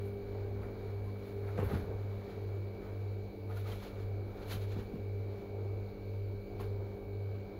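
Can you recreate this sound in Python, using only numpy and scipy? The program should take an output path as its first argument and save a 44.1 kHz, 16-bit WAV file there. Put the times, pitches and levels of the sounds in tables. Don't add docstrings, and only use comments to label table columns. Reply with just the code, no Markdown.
import sys
import numpy as np
from scipy import signal
from scipy.fft import rfft, irfft, next_fast_len
from scipy.io import wavfile
from scipy.ndimage import uniform_filter1d, map_coordinates

SR = 44100
rng = np.random.default_rng(int(sys.argv[2]) if len(sys.argv) > 2 else 0)


def wav_out(sig):
    wavfile.write(sys.argv[1], SR, np.round(np.clip(np.atleast_2d(sig).T, -1, 1) * 32767).astype(np.int16))


N = 334719
TIME_S = np.arange(N) / SR


def amp(db):
    return 10 ** (np.asarray(db) / 20)


def unit(x):
    return x / np.sqrt(np.mean(x ** 2) + 1e-20)


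def curves(rows):
    time_s, *columns = np.transpose(rows)
    return [np.interp(TIME_S, time_s, column) for column in columns]


def angle(hz):
    return 2 * np.pi * np.cumsum(hz) / SR


def wobble(rate):
    points = rng.standard_normal(int(N * rate / SR) + 4)
    return map_coordinates(points, [np.arange(N) * rate / SR])


def filtered(x, response):
    size = next_fast_len(N + SR)
    spectrum = rfft(x, size) * response(np.fft.rfftfreq(size, 1 / SR))
    return irfft(spectrum, size)[:N]


def coloured(x, points):
    point_hz, point_db = np.transpose(points)

    def response(hz):
        db = np.interp(np.log(hz + 1), np.log(point_hz + 1), point_db, -200, -200)
        return amp(db) * np.sqrt(SR / 2)

    return filtered(x, response)


def patchy(depth_db):
    spectrum = signal.stft(rng.standard_normal(N), nperseg=512)[2]
    across_pitch = uniform_filter1d(rng.standard_normal(spectrum.shape), 8, 0)
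    patches = uniform_filter1d(across_pitch, 12, 1)
    noise = signal.istft(spectrum * amp(depth_db * unit(patches)), nperseg=512)[1]
    return unit(noise[:N])


# start_s, turns_per_s
SHAFT_SPEED = [(0, 49.25), (2, 49.255), (2.6, 49.262), (4, 49.26), (5.5, 49.247), (7.6, 49.245)]
# shaft_order, slip_sideband, rms_db,
# in_step_s (when the tone first falls in step with its order)
HUM_TONES = [(1, 0, -59, 0), (2, 0, -44, 0), (2, 1, -43.5, .45), (3, 1, -73, .4), (4, 0, -57, 0),
             (4, 1, -63, .18), (4, 2, -72, .12), (5, 0, -71, 0), (5, 1, -77, .1), (6, 0, -65, 0),
             (6, 1, -63, .262), (6, 3, -70, .083), (6, 4, -69, .07), (7, 1, -63, .446), (7, 4, -68, .124),
             (8, 0, -63, 0), (8, 4, -53, .058), (9, 0, -59, 0), (9, 1, -61, .41), (9, 2, -64, .057),
             (9, 4, -65, .107), (10, 0, -67, 0), (10, 5, -65, .089), (11, 0, -69, 0), (11, 5, -68, .085)]
# shaft_order, slip_sideband, early_change_db, early_lag_rad
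SHIFTING_TONES = [(2, 0, -4.5, 0), (2, 1, 1, .4), (4, 0, 1, 1.1), (4, 1, 2, .9), (5, 1, 17, 0),
                  (7, 1, -7, 0)]
# start_s, change_db
WAVER_LEVEL = [(0, 8), (.5, 7), (1, 3), (1.7, 6), (2.2, 0), (3.3, -6), (4.8, 1), (5.7, 0), (6.1, -2),
               (6.5, 3), (7.6, 0)]
# pitch_hz, level_db_per_hz
CASING_NOISE = [(12, -85.5), (24, -80), (40, -74.5), (75, -73), (115, -76.5), (150, -80.5), (235, -80),
                (280, -82.5), (410, -73), (520, -80.5), (800, -87.5), (1050, -95.5), (1550, -99),
                (1800, -108), (2500, -130)]
PULL_HZ = 100.417
SHIFT_S, SHIFT_SPREAD_S = 2.1, .25
WAVERING_TONE = (8, 4)


def compressor():
    shaft = angle(curves(SHAFT_SPEED)[0])
    slip = 2 * np.pi * PULL_HZ * np.arange(N) / SR - 2 * shaft
    start = rng.uniform(0, 2 * np.pi, size=12)
    before_shift = 1 / (1 + np.exp((TIME_S - SHIFT_S) / SHIFT_SPREAD_S))
    change_db = {(order, band): db * before_shift for order, band, db, _ in SHIFTING_TONES}
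    lag = {(order, band): rad * before_shift for order, band, _, rad in SHIFTING_TONES}
    change_db[WAVERING_TONE] = curves(WAVER_LEVEL)[0] + 1.5 * wobble(6)
    hum = np.zeros(N)
    for order, band, db, in_step_s in HUM_TONES:
        slip_since = slip - slip[round(in_step_s * SR)]
        phase = start[order] + order * shaft + band * slip_since - lag.get((order, band), 0)
        unsteady_db = .15 * order * wobble(1.5)
        level_db = db + change_db.get((order, band), 0) + unsteady_db
        hum += amp(level_db) * np.sqrt(2) * np.cos(phase)
    casing = coloured(patchy(depth_db=1.37), CASING_NOISE)
    return hum + amp(1.6 * wobble(2.254)) * casing


# pitch_hz, width_hz, level_db
TABLE_MODES = [(64.3, 7, -5.5), (80, 16, -2.5), (96.4, 18, -1), (119, 19, -6.5), (173.6, 14, -4.5),
               (228, 22, -5), (453, 75, -4), (763, 130, -11.5), (1050, 130, -8.5), (1400, 160, -21)]
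# start_s, peak_db, contact_ms
TABLE_BUMPS = [(1.211, -42, 16), (1.577, -30, 2.1), (1.58, -29, 7.5), (1.587, -29, 2.23),
               (1.597, -26.5, 1.7), (1.612, -31.5, 9.1), (1.628, -29.5, 2.55), (1.642, -28.5, 13.1),
               (1.711, -33, 1.9), (1.714, -27, 9.1), (1.731, -28, 4.23), (1.737, -28, 11),
               (1.791, -32.5, 16), (1.872, -38, 9.4), (4.532, -40, 6), (4.552, -39, 6.3),
               (4.761, -35.5, 3.9), (4.787, -35, 2.9), (4.932, -33, 4.4), (4.955, -37, 2.9),
               (6.597, -37.5, 1.17), (6.608, -35, 1.16)]
# pitch_hz, level_db_per_hz
TOUCH_COLOUR = [(400, -32), (700, 10.5), (1300, -3), (2000, -22), (2800, -7), (4000, -20), (8200, -28),
                (11300, -24), (15800, -25)]
CRACK_DB, SOFTENING_DB_PER_MS = -16.5, 2.6


def bumps():
    def table(hz):
        response = 0
        for k, (mode_hz, width_hz, db) in enumerate(TABLE_MODES):
            damping = 1j * hz * width_hz
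            response = response + (-1) ** k * amp(db) * damping / (mode_hz ** 2 - hz ** 2 + damping)
        return response

    ring = filtered(signal.unit_impulse(N), table)[:SR // 2]
    thuds, crack_gain = np.zeros(N + SR), np.zeros(N + SR)
    t = np.arange(SR // 4) / SR
    for start_s, db, contact_ms in TABLE_BUMPS:
        first = round(start_s * SR)
        push_and_release = np.diff(np.hanning(round(contact_ms * SR / 1000) + 3))
        blow = signal.fftconvolve(ring, push_and_release)
        thuds[first:][:len(blow)] += amp(db) * blow / np.abs(blow).max()
        crack_db = db + CRACK_DB - SOFTENING_DB_PER_MS * contact_ms
        crack_gain[first:][:len(t)] += amp(crack_db - 60 * t / 0.081)
    crack_noise = unit(coloured(rng.standard_normal(N), TOUCH_COLOUR))
    return thuds[:N] + crack_gain[:N] * crack_noise


def kitchen(x, wet_db, t60):
    t = np.arange(SR // 2) / SR
    tail = rng.standard_normal(len(t)) * amp(-60 * t / t60) * (t > .004)
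    return x + amp(wet_db) * signal.fftconvolve(x, tail / np.linalg.norm(tail))[:N]


# start_s, dull_rub_db
FAINT_STIRRING = [(0, -66), (1.3, -66), (2, -61), (3.1, -70.5), (3.4, -83), (3.9, -66.5), (5, -69),
                  (5.6, -75), (6.5, -81), (7.6, -77)]
# peak_s, swell_s, fade_s, dull_rub_db, scrape_db, crisp_top_db
CLOTH_STROKES = [(.06, 0.082, .1, -65, -73, -71), (0.632, 0.057, 0.09, -55, -71, -76),
                 (1.06, .08, .08, -69, -74, -76), (1.27, 0.17, 0.15, -62, -67.5, -74),
                 (1.482, 0.077, 0.12, -56, -67.5, -75), (1.578, 0.0055, 0.057, -43, -65, -72),
                 (1.652, .04, .04, -53, -64, -66), (1.745, 0.15, 0.085, -48, -58.5, -63),
                 (2.3, 0.045, 0.091, -59, -65.5, -77.5), (2.85, 0.085, 0.09, -60, -74, -84),
                 (3.512, 0.038, .06, -54.5, -66, -74), (3.578, 0.074, 0.067, -56.5, -61, -65),
                 (3.68, 0.043, 0.092, -52.5, -58, -64), (3.725, 0.05, 0.076, -58.5, -57, -65.5),
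                 (3.831, .04, 0.071, -53.5, -56, -65.5), (4.018, 0.11, 0.05, -61, -66.5, -77),
                 (4.43, 0.16, .1, -58.5, -65, -75), (4.524, 0.06, 0.051, -49.5, -49, -55),
                 (4.62, 0.046, 0.078, -62, -60, -68.5), (4.72, 0.043, 0.071, -58, -59.5, -72),
                 (4.798, .05, 0.065, -56.5, -62, -71), (5.388, 0.22, 0.12, -64.5, -71, -81),
                 (5.868, .15, 0.13, -68.5, -80, -92), (6.132, .12, .12, -71, -80, -90),
                 (6.606, 0.018, 0.062, -53.5, -59.5, -64.5), (6.908, 0.28, 0.12, -68, -73, -90)]
SCRAPE_DB, CRISP_DB = -10, -20
RISE_DB, FALL_DB = 17, 11


def stirring():
    part_db = np.array([[0], [SCRAPE_DB], [CRISP_DB]])
    bed_db = curves(FAINT_STIRRING)[0] + 2.16 * wobble(6.89) + part_db
    power = amp(bed_db) ** 2
    for peak_s, swell_s, fade_s, *db in CLOTH_STROKES:
        swelling_db = RISE_DB * (TIME_S - peak_s) / swell_s
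        fading_db = FALL_DB * (peak_s - TIME_S) / fade_s
        shape_db = np.where(TIME_S < peak_s, swelling_db, fading_db)
        power = power + amp(db)[:, None] ** 2 * amp(2 * shape_db)
    return np.sqrt(power)


# pitch_hz, level_db_per_hz
RUB_COLOUR = [(400, -26), (700, 10), (1000, 4), (1400, 4), (1900, -1.5), (2400, -2.5), (3000, -31),
              (4000, -48)]
# pitch_hz, level_db_per_hz
SCRAPE_COLOUR = [(1700, -5), (2300, 1.5), (2600, 1.5), (3100, 0.5), (3550, 2), (4100, 3.5), (4800, -4),
                 (5600, -9.5), (6800, -7.5), (8200, -21.5), (9500, -53)]
# pitch_hz, level_db_per_hz
CRISP_COLOUR = [(7600, -20.5), (8600, -16.5), (9600, -8), (11300, -0.5), (13000, -5), (15800, -4.5)]
# pitch_hz, level_db_per_hz
SWISH_COLOUR = [(10800, -30), (11300, -6), (11900, -1), (12400, -5), (12900, -30)]
# start_s, pitch_hz, peak_db, length_ms
CREAKS = [(1.059, 1050, -58, 52), (1.713, 1264, -44, 15), (3.495, 1237, -53, 18), (3.565, 1415, -48.5, 21),
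          (3.655, 1245, -49, 14), (3.715, 3160, -52.5, 17), (3.725, 1340, -54, 12), (4.52, 3090, -52, 24),
          (4.54, 4050, -57, 25), (4.552, 3100, -56, 18)]
SWISH_S, SWISH_DB, SWISH_T60_S = 1.639, -62, .3


def rustle():
    def slips():
        return rng.standard_normal(N) * amp(1.2 * wobble(300) + 1.1 * wobble(60))

    out = np.zeros(N)
    for gain, colour in zip(stirring(), (RUB_COLOUR, SCRAPE_COLOUR, CRISP_COLOUR)):
        out += gain * unit(coloured(slips(), colour))
    after_s = TIME_S - SWISH_S
    swish_gain = (after_s > 0) * amp(SWISH_DB - 60 * np.abs(after_s) / SWISH_T60_S)
    out += swish_gain * unit(coloured(slips(), SWISH_COLOUR))
    for start_s, hz, db, length_ms in CREAKS:
        t = np.arange(round(length_ms * SR / 1000)) / SR
        creak = np.sqrt(np.hanning(len(t))) * np.sin(2 * np.pi * hz * t)
        out[round(start_s * SR):][:len(t)] += amp(db) * creak
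    return out


FAN_LOADS = [.93, 5.12]
FAN_HZ, SAG_HZ = 72.2, .29
SAG_HOLD_S, SAG_LAG_S = 1.05, .45


def fan_speed():
    def lagging(start_s):
        return 1 - np.exp(-np.maximum(TIME_S - start_s, 0) / SAG_LAG_S)

    return FAN_HZ - SAG_HZ * sum(lagging(s) - lagging(s + SAG_HOLD_S) for s in FAN_LOADS)


# order (multiple of fan speed), rms_db
FAN_TONES = [(8, -64), (9, -75), (10, -72), (11, -73), (13, -81), (16, -85), (22, -81), (30, -86),
             (31, -72), (32, -71), (34, -85), (42, -90)]
# pitch_hz, level_db_per_hz
FAN_AIR = [(1200, -115), (1850, -109), (2300, -100), (2600, -106), (3300, -112), (4100, -103), (4600, -107),
           (5100, -117), (5750, -120), (6600, -117), (7300, -122), (8000, -132), (9000, -150)]


def fan():
    turn = angle(fan_speed())
    whine = np.zeros(N)
    for order, db in FAN_TONES:
        phase = order * turn + rng.uniform(0, 2 * np.pi)
        whine += amp(db + 1.05 * wobble(2.89)) * np.sqrt(2) * np.cos(phase)
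    air_gain = amp(0.2 * wobble(2.56) + 0.89 * wobble(5.2))
    return whine + air_gain * coloured(patchy(depth_db=1.26), FAN_AIR)


# pitch_hz, width_hz, rms_db
FAR_RUMBLE = [(31.9, .5, -58), (46.5, 2, -62), (65.2, 1.2, -62)]


def far_machine():
    out = np.zeros(N)
    for centre_hz, width_hz, db in FAR_RUMBLE:
        def band(hz):
            return np.exp(-((hz - centre_hz) / width_hz) ** 2)

        out += amp(db) * unit(filtered(rng.standard_normal(N), band))
    return out


def scene():
    near = kitchen(bumps(), wet_db=-7, t60=0.3) + rustle()
    return (compressor() + near + fan() + far_machine())[None]


# pitch_hz, level_db_per_hz
MICROPHONE_HISS = [(7000, -150), (8600, -131), (9500, -126), (10300, -122), (11500, -118), (12900, -116),
                   (14000, -115), (14800, -112), (15800, -111)]
TOP_HZ = 15750


def record(dry):
    hiss = amp(0.45 * wobble(3)) * coloured(patchy(depth_db=1.5), MICROPHONE_HISS)
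    return filtered(dry[0] + hiss, lambda hz: hz < TOP_HZ)[None]


dry = scene()
out = record(dry)
wav_out(out)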